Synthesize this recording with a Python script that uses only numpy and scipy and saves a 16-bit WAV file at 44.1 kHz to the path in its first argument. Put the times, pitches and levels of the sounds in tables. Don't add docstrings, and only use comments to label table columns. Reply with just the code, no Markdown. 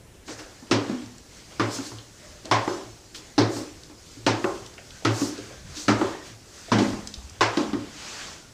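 import sys
import numpy as np
from scipy import signal
from scipy.io import wavfile
from scipy.ndimage import uniform_filter1d

SR = 44100
rng = np.random.default_rng(int(sys.argv[2]) if len(sys.argv) > 2 else 0)


def wrap_up_sound(samples):
    columns = np.atleast_2d(samples).T
    tamed = np.clip(columns, -1, 1)
    steps = np.round(tamed * 32767).astype(np.int16)
    wavfile.write(sys.argv[1], SR, steps)


def elevation(decibels):
    levels = np.asarray(decibels, float)
    return 10 ** (levels / 20)


N = 376169


def evened(x):
    return x / np.sqrt(np.mean(x ** 2) + 1e-20)


def peaked(x):
    return x / (abs(x).max() + 1e-12)


def read(points, hz):
    f, value = np.transpose(points)
    return np.interp(np.log(hz + 1), np.log(f + 1), value)


def add(mix, s, sound):
    part = mix[round(s * SR):][:len(sound)]
    part += sound[:len(part)]


def band(x, lo_hz, hi_hz):
    sos = signal.butter(3, [lo_hz, min(hi_hz, 20000)], "band", fs=SR, output="sos")
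    return signal.sosfilt(sos, x)


def ring(modes, t, detune=1):
    hz, db, t60 = np.transpose(modes)[:, :, None]
    tones = np.sin(2 * np.pi * hz * detune * t)
    return (elevation(db - 60 * t / t60) * tones).sum(axis=0)


def hiss(spectrum, patchy_db, size=512):
    hz = np.fft.rfftfreq(size, 1 / SR)
    real, imag, patches = rng.standard_normal((4 * N // size + 8, len(hz), 3)).T
    patches = uniform_filter1d(patches, size=8, axis=0)
    patches = evened(uniform_filter1d(patches, size=12, axis=1))
    outside = (hz < spectrum[0][0]) | (hz > spectrum[-1][0])
    colour_db = np.where(outside, -60, read(spectrum, hz))
    z = (real + 1j * imag) * elevation(colour_db[:, None] + patchy_db * patches)
    return evened(signal.istft(z, nperseg=size, noverlap=3 * size // 4)[1][:N])


def swell(t, s, rise_s, fall_s, bend):
    away = np.where(t < s, (s - t) / rise_s, (t - s) / fall_s)
    return elevation(-2 * 12 * np.minimum(away, 4) ** bend)


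# (pitch [Hz], t60 [s])
ECHO_TIMES = [(150, 0.22), (400, 0.65), (1000, 0.57), (2000, 0.39), (4000, 0.31), (8000, 0.28),
              (14000, 0.056)]


def walls(seed, wet_db, rise_s):
    hz, t, z = signal.stft(seed, SR, nperseg=256)
    fading = z * elevation(-60 * t / read(ECHO_TIMES, hz)[:, None])
    tail = signal.istft(fading, SR, nperseg=256)[1][:len(seed)]
    tail *= 1 - np.exp(-(np.arange(len(seed)) / SR / rise_s) ** 2)
    tail *= elevation(wet_db) / np.linalg.norm(tail)
    tail[0] += 1
    return tail


# (pitch [Hz], level [dB], t60 [s])
STAIR_TONES = [(208, -19, 1), (245, -18.5, 0.6), (298.3, -11.5, 0.43), (334.2, 1.5, 0.19),
               (386, -2.5, 0.31), (470.6, 3, 0.19), (561, 7.5, 0.4)]
# (pitch [Hz], level [dB], t60 [s])
KNOCK_TONES = [(500, -8, 0.018), (710, -12, 0.0073), (1470, -8, 0.0071), (1870, -13, 0.0092),
               (2490, -13, 0.0056)]
# (pitch [Hz], level [dB], t60 [s])
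RISER_TONES = [(562, -2.5, 0.34), (694, -10, 0.23), (830, -5, 0.27), (918, -8, .25), (1056, -1, 0.46),
               (1166, -4, .22), (1250, -6, 0.28), (1377, -4, 0.2), (1534, -5, 0.17), (1975, -11, 0.18),
               (2260, -1, 0.22)]


def step(seed, db, board_hz, knock_hz, crack_hz, hollow_db, knock_db, crack_db, press_s, rise_s, roll_s,
         board_t60, wet_db, knock_t60, bright_hz, grit_s, edge):
    t = np.arange(SR * 3 // 5) / SR
    short = t[:SR // 5]
    click = short == 0
    push = signal.windows.hann(max(int(press_s * SR), 4))
    contacts = seed[-len(short):] * (1 - np.exp(-short / rise_s)) * np.exp(-short / roll_s)
    contacts[int(3 * rise_s * SR)] += edge
    detune = 1 + 0.063 * np.tanh(seed[:len(KNOCK_TONES), None])

    coupled = [(f, level - 22 * abs(np.log2(f / board_hz)), t60) for f, level, t60 in STAIR_TONES]
    stair = elevation(1) * ring(coupled, t) * (1 - np.exp(-t / 0.022))
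    wood = ring([(board_hz, 0, board_t60)], t) + stair
    out = peaked(signal.fftconvolve(wood, push))[:len(t)]

    main_knock = ring([(knock_hz, 0.4 * hollow_db + 2.5, knock_t60)], short)
    knock = peaked(main_knock - ring(KNOCK_TONES, short, detune))
    add(out, 0, elevation(knock_db + 9) * peaked(signal.fftconvolve(contacts, knock)))

    snap = peaked(band(click, 7600, 11200))
    crack = peaked(band(click, crack_hz, 5890)) + elevation(-19.5) * snap
    gritty = contacts * np.exp(-short / grit_s)
    add(out, 0, elevation(crack_db + 4) * peaked(signal.fftconvolve(gritty, crack)))

    struck = []
    for (f, level, t60), luck in zip(RISER_TONES, seed[20:]):
        near_db = 6.5 * (0.5 - 2 * abs(np.log2(f / knock_hz)))
        struck.append((f, level + 3 * luck + near_db, t60))
    riser_detune = 1 + 0.0138 * seed[40:40 + len(RISER_TONES), None]
    riser = ring(struck, t, riser_detune) * (1 - np.exp(-t / 0.0051))
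    out += elevation(knock_db - 4) * peaked(riser)

    thud = signal.fftconvolve(ring([(board_hz, 0, 0.03)], short), push)[:len(short)]
    hollow = peaked(band(click, 350, bright_hz)) + ring([(knock_hz, hollow_db, 0.55 * knock_t60)], short)
    colour = elevation(-1) * peaked(thud) + elevation(knock_db + 9.5) * hollow + elevation(crack_db + 10.5) * crack
    add(out, 0, signal.fftconvolve(colour, walls(seed[:len(t)], wet_db, 0.0042)[1:]))
    return elevation(db) * band(out, 180, 15000)


def snaps(rows):
    out, t = np.zeros(N), np.arange(SR // 20) / SR
    for (s, db, hz), grit in zip(rows, rng.standard_normal((len(rows), len(t)))):
        fade = np.exp(-t * hz / 14)
        add(out, s, elevation(db) * peaked(band(grit * fade, hz / 1.38, hz * 1.29)))
        add(out, s, elevation(db - 11.5) * peaked(band(grit[::-1] * fade, hz / 3.5, hz * 1.65)))
    return signal.fftconvolve(out, walls(rng.standard_normal(SR // 2), -9, 0.0049))[:N]


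# (pitch [Hz], level [dB per Hz])
AIR_COLOUR = [(18, -33), (30, -5), (140, -8), (341, -5), (575, -11.5), (970, -20), (1720, -42),
              (15500, -48)]


def still_air():
    return elevation(-54.5) * hiss(AIR_COLOUR, 0.47, size=1024)


# (pitch [Hz], level [dB per Hz])
RUMBLE_COLOUR = [(15, -26), (35, -3.5), (70, 0), (110, -2.5), (200, -9.5)]
# (time [s], level [dB])
GRIPS = [(0.1, -54), (1.4, -53), (2.38, -51), (3.75, -52), (4.13, -55), (4.54, -50), (4.93, -53),
         (5.65, -45.5), (6.05, -46), (6.93, -41), (7.75, -47)]


def hand_on_camera(toe_times):
    t = np.arange(0, N / SR + 0.01, 0.002)
    power = elevation(2 * -57) + np.zeros(len(t))
    for s in toe_times:
        power += elevation(2 * -48) * swell(t, s, 0.03, 0.15, 1)
    for s, db in GRIPS:
        power += elevation(2 * db) * swell(t, s, 0.14, 0.14, 1.7)
    return np.interp(np.arange(N) / SR, t, np.sqrt(power)) * hiss(RUMBLE_COLOUR, 1.5, size=2048)


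# (pitch [Hz], level [dB per Hz])
CLOTH_COLOUR = [(1500, -31), (3000, -10), (4500, 1.5), (6500, 1.5), (8000, -4), (9500, -18), (12000, -61)]
# (pitch [Hz], level [dB per Hz])
SHEEN_COLOUR = [(5000, 1), (8000, 1), (10000, -2), (12000, -7.5), (15500, -11)]
# (pitch [Hz], level [dB per Hz])
SLIDE_COLOUR = [(150, -0.5), (330, -3), (800, -2.5), (1500, 0.5), (2200, -1.5), (3300, -3), (5500, -10),
                (8000, -14.5)]
# (time [s], dying-away time [s], cloth level [dB], slide level [dB])
SETTLES = [
    (0.9, 0.2, -50.5, -43.5),
    (1.78, 0.22, -42.5, -43.5),
    (2.7, 0.2, -44.5, -43),
    (3.6, .2, -48.5, -47),
    (4.46, .3, -46, -47),
    (5.22, .33, -43.5, -42.5),
    (6.03, .22, -45.5, -40),
    (6.85, .2, -42.5, -40),
    (7.6, 0.16, -46.5, -38.5),
]
# (time [s], half length [s], cloth level [dB], slide level [dB])
SWINGS = [(0.506, .2, -58, -58), (1.393, .12, -54, -54), (1.54, .07, -55, -52), (2.284, 0.17, -54.5, -53.5),
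          (3.27, 0.1, -56.5, -54), (3.85, 0.084, -60, -63), (4.134, 0.16, -53.5, -56),
          (4.95, 0.21, -54, -56), (5.503, 0.14, -62, -52), (5.757, 0.13, -51, -48.5),
          (6.275, 0.065, -49.5, -48), (6.6, .14, -49.5, -52.5), (7.2, 0.23, -55.5, -56.5),
          (7.86, 0.16, -55, -49)]
# (time [s], rise [s], fall [s], cloth level [dB], slide
# level [dB], sheen level [dB])
DRAG = (8.14, 0.22, .27, -42, -40, -57)
# (time [s], rise [s], fall [s], cloth level [dB], sheen level [dB])
SWISHES = [
    (0.31, 0.045, .06, -43.5, -59),
    (0.4, 0.044, 0.059, -47.5, -59),
    (1.75, 0.047, 0.04, -36, -46),
    (1.86, 0.041, 0.063, -42, -52),
    (3.155, 0.013, 0.056, -45, -53),
    (3.56, 0.067, .085, -41, -48.5),
    (5.22, 0.098, 0.098, -36, -44.5),
    (5.79, 0.043, 0.097, -37.5, -51),
]


def cloth_and_soles():
    t = np.arange(0, N / SR + 0.01, 0.002)
    sheen_below_db = 10.5
    moves = [(t > 0.266, -56.5, -99, -99), (1, -70, -58.5, -61.5)]
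    for s, fall, cloth_db, slide_db in SETTLES:
        moves.append((swell(t, s, 0.19, fall, 1.21), cloth_db, slide_db, cloth_db - sheen_below_db))
    for s, half, cloth_db, slide_db in SWINGS:
        moves.append((swell(t, s, half, half, 2.05), cloth_db, slide_db, cloth_db - sheen_below_db))
    moves.append((swell(t, *DRAG[:3], 2.65), *DRAG[3:]))
    for s, rise, fall, cloth_db, sheen_db in SWISHES:
        moves.append((swell(t, s, rise, fall, 2.3), cloth_db, -99, sheen_db))
    powers = [sum(move[0] * elevation(2 * move[k]) for move in moves) for k in (1, 2, 3)]
    cloth, slide, sheen = (np.interp(np.arange(N) / SR, t, v) for v in np.sqrt(powers))
    return cloth * hiss(CLOTH_COLOUR, 1.4) + sheen * hiss(SHEEN_COLOUR, 1.0) + slide * hiss(SLIDE_COLOUR, 1.7)


# (time [s], board level [dB], knock pitch [Hz], knock level [dB], crack level [dB])
SCUFFS = [
    (0.275, -40, 1470, -2.5, -1.5),
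    (0.384, -46.5, 1660, 1, 1),
    (2.445, -41.5, 1820, -10, -5),
    (3.144, -45.5, 1180, -8.5, 7),
    (5.763, -40, 1730, -14.5, 1),
]


def scuffs():
    out = np.zeros(N)
    for row, seed in zip(SCUFFS, rng.standard_normal((len(SCUFFS), SR))):
        s, db, knock_hz, knock_db, crack_db = row
        add(out, s, step(seed, db, 302.7, knock_hz, 2700, -16, knock_db, crack_db,
                         press_s=0.0018, rise_s=0.015, roll_s=0.057, board_t60=0.39, wet_db=6.5,
                         knock_t60=0.0091, bright_hz=2310, grit_s=0.021, edge=3.1))
    return out


# (pitch [Hz], level [dB], t60 [s])
SHAFT_TONES = [(106.1, 0.5, 0.6), (113.2, 7, 0.47)]
# (time [s], level [dB])
BOOMS = [(0.305, -45.5), (0.712, -24.5), (1.028, -43), (1.596, -25.5), (1.914, -37), (2.508, -24.5),
         (2.851, -43), (3.381, -20), (4.169, -41), (4.265, -25), (4.601, -46.5), (5.055, -20), (5.379, -43),
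         (5.876, -23), (6.298, -44.5), (6.714, -20.5), (7.406, -29), (7.746, -38)]


def booms():
    out, t = np.zeros(N), np.arange(SR) / SR
    beating = ring(SHAFT_TONES[:1], t) - ring(SHAFT_TONES[1:], t)
    boom = peaked(beating * (1 - np.exp(-t / 0.0047)))
    for s, db in BOOMS:
        add(out, s, elevation(db - 1) * boom)
    return out


# (time [s], board level [dB], board pitch [Hz], knock level [dB], crack level [dB])
HEELS = [(0.623, -36, 262, -16, -26), (0.895, -16.5, 264.5, -19, -37), (1.785, -24.5, 277, -15.5, -24),
         (1.917, -37, 297, -6.5, -10), (2.676, -17.5, 363, -9, -28), (3.564, -23.5, 302, -14.5, -31),
         (3.897, -41, 305, -9.5, -18), (4.169, -38, 288, -25, -15), (4.442, -17.5, 367, -6, -41),
         (5.215, -14.5, 286.6, -19.5, -31), (5.378, -33, 288, -22, -5), (6.012, -15.5, 350, -7.5, -30),
         (6.931, -26, 241, -10, -25), (7.571, -13.5, 299, -11, -10), (7.731, -16, 286, -18.5, -19.5)]


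def heels():
    out = np.zeros(N)
    for row, seed in zip(HEELS, rng.standard_normal((len(HEELS), SR))):
        s, db, board_hz, knock_db, crack_db = row
        add(out, s, step(seed, db, board_hz, 860, 2700, -16, knock_db, crack_db,
                         press_s=0.0024, rise_s=0.0006, roll_s=0.0045, board_t60=0.14, wet_db=-1.5,
                         knock_t60=0.013, bright_hz=1430, grit_s=0.0095, edge=1.8))
    return out


# (time [s], level [dB], pitch [Hz])
TAPS = [(0.699, -30, 424), (1.51, -43.5, 554), (5.379, -32.5, 477), (2.454, -33.5, 573),
        (3.147, -40.5, 1800), (4.663, -37, 3300), (4.78, -41, 560), (4.906, -38, 3000), (5.021, -38, 573),
        (5.507, -37.5, 530), (6.682, -35.5, 565), (7.183, -45, 935), (7.737, -31, 1600)]


def taps():
    return snaps(TAPS)


# (time [s], board level [dB], knock level [dB], crack level [dB])
TOES = [
    (0.711, -12, -10, -5.5),
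    (1.596, -16.5, -7, -10.5),
    (2.512, -20.5, 2, 1),
    (3.379, -10, -11.5, -9.5),
    (4.264, -14.5, -6.5, -3.5),
    (5.049, -16.5, -7, -6),
    (5.881, -14, -6.5, -4.5),
    (6.717, -13, -7, -9.5),
    (6.785, -10.5, -19.5, -13.5),
    (7.408, -24, 6.5, 6.5),
]
# (board pitch [Hz], knock pitch [Hz], lowest crack pitch [Hz], hollow knock level [dB])
TREADS = [
    (278, 1195, 2670, -20),
    (309, 1170, 2960, -24),
    (304, 1050, 3220, -3),
    (310, 870, 3660, -16),
    (288, 904, 2560, -14),
    (302, 1275, 2800, -15),
    (294, 1320, 2200, -11),
    (250, 950, 3200, -12),
    (273, 910, 2200, -16),
    (324, 1030, 2520, -11),
]


def toes():
    out = np.zeros(N)
    for row, tread, seed in zip(TOES, TREADS, rng.standard_normal((len(TOES), SR))):
        s, db, knock_db, crack_db = row
        add(out, s, step(seed, db, *tread, knock_db, crack_db,
                         press_s=0.0011, rise_s=0.000369, roll_s=0.015, board_t60=0.089, wet_db=3,
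                         knock_t60=0.022, bright_hz=2120, grit_s=0.0083, edge=4.6))
    return out


# (time [s], level [dB], pitch [Hz], t60 [s])
POST_HUMS = [
    (.9, -27, 245, 0.58),
    (5.884, -18, 211.5, 0.35),
    (6.722, -21.5, 208, 0.87),
    (7.574, -27, 212, 0.63),
]


def post():
    out, t = np.zeros(N), np.arange(SR) / SR
    for s, db, hz, t60 in POST_HUMS:
        add(out, s, ring([(hz, db, t60)], t) * (1 - np.exp(-t / 0.0092)))
    return out


# (time [s], level [dB], pitch [Hz])
TICKS = [(1.0605, -37, 4910), (1.1822, -33.5, 5860), (1.9854, -33, 3400), (2.4547, -28.5, 5640),
         (3.147, -34, 4520), (3.8348, -29.5, 4800), (4.1165, -41, 6280), (4.662, -34.5, 6150),
         (4.7386, -39, 5050), (4.78, -31, 2120), (4.906, -36, 5150), (7.073, -20.5, 5600),
         (7.1403, -23.5, 4840), (7.2966, -33, 6200)]


def ticks():
    return snaps(TICKS)


# (start [s], end [s], pitch [Hz], level [dB])
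CREAKS = [
    (2.2, 2.415, 605, -56),
    (4.9, 5.05, 1560, -60),
    (5.25, 5.695, 1630, -57.5),
    (6.12, 6.26, 1860, -54),
    (8.38, 8.536, 1420, -62),
]


def creaks():
    out = np.zeros(N)
    for (start, end, hz, db), rub in zip(CREAKS, rng.standard_normal((len(CREAKS), SR // 2))):
        whistle = evened(band(rub, hz * 0.95, hz * 1.05))[:int((end - start) * SR)]
        add(out, start, elevation(db) * whistle * signal.windows.tukey(len(whistle), 0.5))
    return out


# (time [s], level [dB], pitch [Hz])
BUMPS = [
    (7.174, -34, 60),
    (7.24, -35, 68),
    (7.315, -41, 88.3),
]


def bumps():
    out, t = np.zeros(N), np.arange(SR // 8) / SR
    for s, db, hz in BUMPS:
        add(out, s, elevation(db + 5.5) * ring([(hz, 0, 0.15)], t) * (1 - np.exp(-t / 0.006)))
    return out


def scene():
    mix = still_air() + hand_on_camera([toe[0] for toe in TOES]) + cloth_and_soles()
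    mix += scuffs() + booms() + heels() + taps() + toes()
    mix += post() + ticks() + creaks() + bumps()
    return np.array([mix, mix])


def band_limit(x):
    return signal.sosfilt(signal.butter(12, 16300, fs=SR, output="sos"), x)


def record(dry):
    mid = 0.95 * np.tanh(dry[0] / 0.95)
    hz, t, z = signal.stft(mid, SR, nperseg=2048)
    pick, centre = rng.random((2, len(t)))
    near = abs(np.log(hz[:, None] / (4500 * 3.2 ** centre))) < 0.1
    swapped = (pick < 0.09) & near
    loudness = abs(z).sum(axis=0)
    calm = loudness < 4 * np.median(loudness)
    turned = abs(z) * swapped * calm * np.exp(2j * np.pi * rng.random(z.shape))
    side = signal.istft(turned, SR, nperseg=2048)[1][:N]
    return band_limit(np.array([mid + side, mid - side]))


dry = scene()
out = record(dry)
wrap_up_sound(out)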